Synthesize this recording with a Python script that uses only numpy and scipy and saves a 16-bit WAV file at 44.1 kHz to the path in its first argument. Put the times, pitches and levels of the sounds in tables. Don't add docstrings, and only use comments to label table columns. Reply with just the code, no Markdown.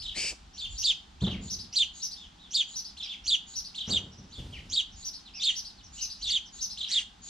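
import sys
import numpy as np
from scipy import signal
from scipy.fft import rfft, irfft, next_fast_len
from scipy.io import wavfile

SR = 44100
rng = np.random.default_rng(int(sys.argv[2]) if len(sys.argv) > 2 else 0)


def pcm_store(signal):
    levels = np.round(np.clip(np.atleast_2d(signal), -1, 1) * 32767)
    wavfile.write(sys.argv[1], SR, levels.astype(np.int16).T)


N = 321489


def gain_of(db):
    return 10 ** (np.asarray(db) / 20)


def unit_rms(x):
    return x / np.sqrt(np.mean(abs(x) ** 2) + 1e-20)


def gain_at(spectrum, hz):
    f, db = np.transpose(spectrum)
    return gain_of(np.interp(np.log(hz + 1), np.log(f + 1), db))


def add(mix, start_s, sound):
    at = round(start_s * SR)
    sound = sound[..., max(-at, 0):]
    part = mix[..., max(at, 0):][..., :sound.shape[-1]]
    part += sound[..., :part.shape[-1]]


def wobble(size, hz):
    full = next_fast_len(size)
    f = np.fft.rfftfreq(full, 1 / SR)
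    return unit_rms(irfft(rfft(rng.standard_normal(full)) * np.exp(-(f / hz) ** 2), full)[:size])


def coloured(x, spectrum):
    full = next_fast_len(len(x))
    f = np.fft.rfftfreq(full, 1 / SR)
    return unit_rms(irfft(rfft(x, full) * gain_at(spectrum, f), full)[:len(x)])


def hump(f, hz, fall_db):
    return (f / hz) / (1 + (f / hz) ** 4) ** ((fall_db / (20 * np.log10(2)) + 1) / 4)


# freq_hz, side_over_mid_db
STEREO_WIDTH = [(100, -17), (250, -9), (500, 1), (1200, 0.5), (2500, -4.5), (5000, -5.5), (9000, 1.5)]
def diffuse(size, colour=np.ones_like):
    f = np.fft.rfftfreq(size, 1 / SR)
    mid, side = rfft(rng.standard_normal((2, size)))
    width = gain_at(STEREO_WIDTH, f)
    pair = np.array([mid + width * side, mid - width * side])
    return unit_rms(irfft(pair * colour(f) / np.hypot(1, width), size))


def garden(x, left_db, right_lag_ms, scatter_db, tail_db, scatter_t60=.13, tail_t60=.33, leaf_hz=3600):
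    t, f = np.arange(SR) / SR, np.fft.rfftfreq(SR, 1 / SR)
    leaves = np.clip(f / leaf_hz, .5, 2) ** 2 / np.hypot(1, f / (2 * leaf_hz))
    scatter = unit_rms(diffuse(SR) * gain_of(-60 * t / scatter_t60) * (t > .001))
    scatter = irfft(rfft(scatter) * leaves, SR)
    tail = unit_rms(diffuse(SR) * gain_of(-60 * t / tail_t60) * (1 - np.exp(-t / .006)))
    echoes = (gain_of(scatter_db) * scatter + gain_of(tail_db) * tail) / np.sqrt(SR)
    delay = np.exp(-2j * np.pi * np.fft.rfftfreq(N, 1 / SR) * right_lag_ms / 1000)
    direct = np.array([x, irfft(rfft(x) * delay, N)]) * gain_of([[left_db / 2], [-left_db / 2]])
    return direct + signal.fftconvolve(x[None], echoes, axes=1)[:, :N]


# freq_hz, level_db
WASH_SPECTRUM = [(25, 0.5), (60, 1.5), (120, -6), (190, 2.5), (300, -6), (520, -15.5), (680, -11),
                 (800, -4), (950, -9), (1500, -11.5), (2200, -16), (3500, -10.5), (7000, -20), (12000, -40),
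                 (15500, -57)]
# peak_s, half_width_s, level_db
GUSTS = [(.05, 0.49, -51.5), (.73, 0.088, -45.5), (1.42, 0.14, -47), (4.97, 0.091, -54),
         (6.15, 0.28, -53.5)]
def air(wash_db=-57, calm_db=-60, eddy_db=3):
    t = np.arange(N) / SR
    wash = gain_of(wash_db) * diffuse(N, lambda f: gain_at(WASH_SPECTRUM, f))
    gusts = sum(gain_of(db) * np.exp(-((t - peak_s) / width) ** 2) for peak_s, width, db in GUSTS)
    eddies = gain_of(eddy_db * wobble(N, hz=6))
    rumble = diffuse(N, lambda f: hump(f, hz=50, fall_db=17))
    return wash + (gain_of(calm_db) + gusts) * eddies * rumble


# freq_hz, width_hz, gain_db
THUMP_MODES = [(86, 22, 17), (196, 20, 13)]
# start_s, level_db, t60_s, body_hz, fall_db_per_octave
THUMPS = [(1.217, -20.5, 0.33, 143, 8.5), (1.267, -30, 0.24, 322, 6.5), (1.32, -34.5, 0.94, 172.5, 7),
          (3.875, -33, 0.64, 324, 7.5), (3.949, -41.5, 0.99, 130, 17), (4.181, -47.5, 0.79, 201, 7)]
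def thumps(rise_s=.003, cutoff_hz=2200):
    out, t = np.zeros((2, N)), np.arange(SR // 2) / SR
    f = np.fft.rfftfreq(len(t), 1 / SR)
    modes = sum(gain_of(db) / np.hypot(1, 2 * (f - hz) / width) for hz, width, db in THUMP_MODES)
    response = (1 + modes) / np.hypot(1, (f / cutoff_hz) ** 2)
    for start_s, db, t60, hz, fall_db in THUMPS:
        body = diffuse(len(t), lambda f: response * hump(f, hz, fall_db))
        add(out, start_s, body * gain_of(db - 60 * t / t60) * (1 - np.exp(-t / rise_s)))
    return out


# freq_hz, level_db
FEATHER_SPECTRUM = [(1000, -9), (4000, 9), (9000, -5), (13000, -17), (15500, -28)]
# start_s, length_s, beat_hz, puff_db, body_hz, rustle_db
FLIGHTS = [(0.179, .17, 14, -44, 384, -72), (4.397, .37, 15.1, -37.5, 64, -58)]
def wings(puff_s=.018, rustle_s=.039, upstroke_db=-5, upstroke_pitch=1.2, leaving_db_per_s=27):
    out, t = np.zeros((2, N)), np.arange(-SR // 16, SR // 16) / SR
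    for start_s, length_s, beat_hz, puff_db, hz, rustle_db in FLIGHTS:
        for stroke, at in enumerate(np.arange(0, length_s, .5 / beat_hz)):
            up = stroke % 2
            puff = diffuse(len(t), lambda f: hump(f, hz * upstroke_pitch ** up, fall_db=9))
            puff *= gain_of(puff_db) * np.exp(-(t / puff_s) ** 2)
            rustle = coloured(rng.standard_normal(len(t)), FEATHER_SPECTRUM)
            rustle *= gain_of(rustle_db) * np.exp(-(t / rustle_s) ** 2)
            add(out, start_s + at + t[0], gain_of(up * upstroke_db - leaving_db_per_s * at) * (puff + rustle))
    return out


# freq_hz, gain_db
BEAK_RESPONSE = [(2000, -6), (2600, -8.5), (3050, 0), (6300, 0), (7300, -0.5), (8600, -10), (10500, -11.5),
                 (13000, -17.5), (15500, -17)]
# freq_hz, level_db
HISS_SPECTRUM = [(1500, -38), (2800, -8.5), (4500, 3.5), (7500, -20), (9500, -20.5), (12500, -26.5),
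                 (15000, -28)]
def note(length_s, start_hz, top_hz, end_hz, db, rasp, octave_db,
         roundness=1.3, flutter_hz=750, drift=.01407, third_db=-32, hiss_db=-15):
    size = round(length_s * SR)
    progress = np.linspace(0, 1, size)
    climb, drop = max(top_hz - start_hz, 1), max(top_hz - end_hz, 1)
    crest = climb / (climb + 1.483 * drop)
    from_crest = abs(np.interp(progress, [0, crest, 1], [-1, 0, 1]))
    hz = top_hz - np.where(progress < crest, climb, drop) * from_crest ** roundness
    shake = .055 * rasp * wobble(size, flutter_hz) + drift * wobble(size, hz=103)
    phase = 2 * np.pi * np.cumsum(hz * (1 + shake)) / SR
    tone = sum(gain_of(level) * gain_at(BEAK_RESPONSE, k * hz) * np.sin(k * phase)
               for k, level in enumerate([0, octave_db, third_db], 1))
    tone *= np.sqrt(2) * (1 + .57 * rasp * wobble(size, flutter_hz))
    hiss = coloured(rng.standard_normal(size), HISS_SPECTRUM)
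    hiss *= gain_of(hiss_db) * rasp * (1 + gain_of(octave_db))
    swell_db = np.interp(progress, [0, .25, .78, 1], [-11, 0, 0, -11])
    return gain_of(db + swell_db) * (tone + hiss) * signal.windows.tukey(size, .12)


def sing(notes, calls, pitch=1, stretch=1, stray_pitch=.01, stray_db=.7, **voice):
    out = np.zeros(N)
    for start_s, call_db, *call_pitch in calls:
        for offset_s, length_s, *arch_hz, note_db, rasp, octave_db in notes:
            sharp, loud = rng.standard_normal(2)
            hz = np.array(arch_hz) * pitch * np.prod(call_pitch) * (1 + stray_pitch * sharp)
            db = call_db + note_db + stray_db * loud
            add(out, start_s + offset_s * stretch, note(length_s * stretch, *hz, db, rasp, octave_db, **voice))
    return out


# offset_s, length_s, start_hz, top_hz, end_hz, level_db, rasp_amount, octave_db
TWITTER_NOTES = [(-.014, 0.034, 2200, 4350, 3396, -6.5, 0.43, -11),
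                 (.02, .021, 3420, 3785, 2890, 1.5, 0.24, -20.5),
                 (.043, .03, 2810, 3990, 2563, 1.5, 0.22, -30.5),
                 (.078, 0.034, 2760, 3240, 2650, -7.5, 0.5, -35)]
# start_s, level_db
TWITTERS = [(.03, -38), (1.216, -37), (2.978, -39.5), (3.755, -36), (6.782, -34.5)]
# start_s, level_db
BUSH_CHIRPS = [(.57, -37.5), (4.314, -46.5), (6.214, -33.5)]
# start_s, length_s, top_hz, level_db, octave_db
LONE_NOTES = [(0.528, 0.054, 2980, -66, 9.5), (2.155, 0.12, 3670, -51, -19),
              (2.378, 0.11, 3860, -56.5, -40), (3.018, 0.056, 2755, -46, 0), (3.08, .06, 3647, -39, -29),
              (4.113, 0.043, 5830, -59, -30), (4.166, 0.044, 5980, -60.5, -30),
              (4.223, 0.041, 5800, -67, -30), (4.912, 0.053, 5900, -60, -30), (5.334, 0.074, 2797, -46, 0),
              (5.396, 0.047, 3750, -35, -22), (5.826, .055, 6060, -56.5, -30), (5.959, .105, 3040, -47, -6),
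              (6.448, 0.048, 5900, -56, -26)]
# start_s, length_s, top_hz, level_db
SLURS = [(1.308, .05, 3460, -41), (1.35, 0.044, 2950, -52), (3.11, 0.043, 3700, -40),
         (4.524, 0.065, 3240, -42.5), (4.585, 0.027, 3200, -45.5), (5.249, 0.057, 4200, -51.5),
         (5.458, .05, 3100, -42), (5.773, 0.053, 4540, -57), (6.27, .04, 3110, -43)]
def flock():
    out = sing(TWITTER_NOTES, TWITTERS, roundness=1.1, hiss_db=-7, third_db=-40)
    out += sing(CHIRP_NOTES, BUSH_CHIRPS, pitch=1.01, stretch=1.08, hiss_db=-13, third_db=-25)
    for start_s, length_s, hz, db, octave_db in LONE_NOTES:
        add(out, start_s, note(length_s, .83 * hz, hz, .77 * hz, db, rasp=.5, octave_db=octave_db))
    for start_s, length_s, hz, db in SLURS:
        add(out, start_s, note(length_s, .94 * hz, hz, .53 * hz, db, rasp=.5, octave_db=-22))
    return out


# freq_hz, gain_db
RASP_SPECTRUM = [(200, -47), (600, -24), (1300, -9), (1800, 5), (2400, 3.5), (3300, 7.5), (4600, 7.5),
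                 (6000, 6), (8200, 9.5), (10200, -12), (12000, -11), (15000, -22)]
# start_s, length_s, level_db, pitch_hz, noise_share, cutoff_hz
RASPS = [(.135, .205, -32, 2550, .3, 16000), (6.87, .18, -41, 2250, .85, 8000)]
def starling(trill_hz=79, swing=.19, climb_s=.018, harmonics=(1, 1, .4, .35, .3)):
    out = np.zeros(N)
    for start_s, length_s, db, hz, noise_share, cutoff_hz in RASPS:
        t = np.arange(round(length_s * SR)) / SR
        trill = 1 - np.pi * abs(np.sin(np.pi * trill_hz * (t + .00382))) / 2
        peaks = 1 + np.cos(np.pi * trill_hz * t) / 2
        trill = np.minimum(trill, 0) + peaks * np.maximum(trill, 0)
        climb = 1 - .5 * np.exp(-t / climb_s)
        jitter = 1 + .04 * wobble(len(t), hz=600)
        phase = 2 * np.pi * np.cumsum(hz * climb * (1 + swing * trill) * jitter) / SR
        tone = unit_rms(sum(size * np.sin(k * phase) for k, size in enumerate(harmonics, 1)))
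        voice = np.sqrt(1 - noise_share) * tone + np.sqrt(noise_share) * rng.standard_normal(len(t))
        distance = signal.butter(2, cutoff_hz, fs=SR, output="sos")
        call = signal.sosfilt(distance, coloured(voice, RASP_SPECTRUM))
        add(out, start_s, gain_of(db) * call * signal.windows.tukey(len(t), .56))
    return out


# offset_s, length_s, start_hz, top_hz, end_hz, level_db, rasp_amount, octave_db
CHEEP_NOTES = [(-.022, .03, 3800, 4500, 4450, -15, .3, -20), (-.002, .052, 4400, 6150, 4700, -1.5, .24, -7),
               (.034, .022, 5200, 5300, 3600, -12, .3, -14), (.088, .042, 3700, 5200, 4950, -8.5, .3, -11),
               (.122, .04, 4500, 4550, 3500, -22, .6, -14)]
SQUEAK_NOTES = [(-.09, .094, 6870, 6865, 6730, -17.5, 0.32, -36),
                (-.078, 0.09, 7370, 7540, 7370, -25.5, 0.78, -32)]
# start_s, level_db
CHEEPS = [(-.1, -31.5), (0.777, -32), (1.499, -31.5), (2.02, -31.5), (2.754, -32.5), (3.553, -32),
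          (5.044, -34), (5.556, -32.5), (6.008, -31), (6.609, -30), (7.305, -28.5)]
def answering_sparrow():
    upper = sing(CHEEP_NOTES, CHEEPS, roundness=3.2, flutter_hz=485, drift=.008, third_db=-50, hiss_db=-12)
    lower = sing(CHEEP_NOTES, CHEEPS, pitch=.89, roundness=2.6, third_db=-50, hiss_db=-3)
    squeak = sing(SQUEAK_NOTES, CHEEPS, hiss_db=2.5)
    return gain_of(-3) * upper + gain_of(-6) * lower + gain_of(-3.5) * squeak


# offset_s, length_s, start_hz, top_hz, end_hz, level_db, rasp_amount, octave_db
CHIRP_NOTES = [(-.03, .042, 2513, 3202, 3114, -30, 1, 7.5), (-.006, .02, 2500, 3598, 3550, -16.5, 0.84, -1),
               (.006, .028, 3694, 4541, 3977, -4, 0.57, -16.5),
               (.023, .024, 3880, 3980, 3150, -4, .45, -10.5), (.039, .054, 3016, 3609, 2606, 0, 0.3, -21),
               (.08, .022, 2850, 2950, 2307, -14, 0.63, -26)]
# start_s, level_db, pitch_ratio
CHIRPS = [(.832, -22.5, 1.018), (1.75, -22.5, 1.01), (2.535, -23.5, 1.026), (3.268, -23.5, 1.027),
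          (3.895, -25, 1.032), (4.722, -25, 1.045), (5.423, -24, 1.01), (6.291, -25, 1.014),
          (6.907, -24, 1.01)]
def near_sparrow():
    return sing(CHIRP_NOTES, CHIRPS, roundness=1.4, flutter_hz=720, drift=.015, third_db=-29, hiss_db=-17)


def scene():
    bass = (thumps() + wings()).mean(axis=0)
    return (garden(near_sparrow(), left_db=-1.5, right_lag_ms=-.017, scatter_db=-7, tail_db=-12)
            + garden(answering_sparrow(), left_db=2, right_lag_ms=.039, scatter_db=-8, tail_db=-5)
            + garden(flock(), left_db=-.5, right_lag_ms=.034, scatter_db=-7, tail_db=-2.5)
            + garden(starling(), left_db=2, right_lag_ms=.037, scatter_db=-14, tail_db=-15)
            + bass + air())


def record(dry, low_cut_hz=36, top_hz=15700):
    low_cut = signal.butter(2, low_cut_hz, "highpass", fs=SR, output="sos")
    band_limit = signal.firwin(511, top_hz, window=("kaiser", 9), fs=SR)
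    return signal.oaconvolve(signal.sosfilt(low_cut, dry), band_limit[None], "same")


dry = scene()
out = record(dry)
pcm_store(out)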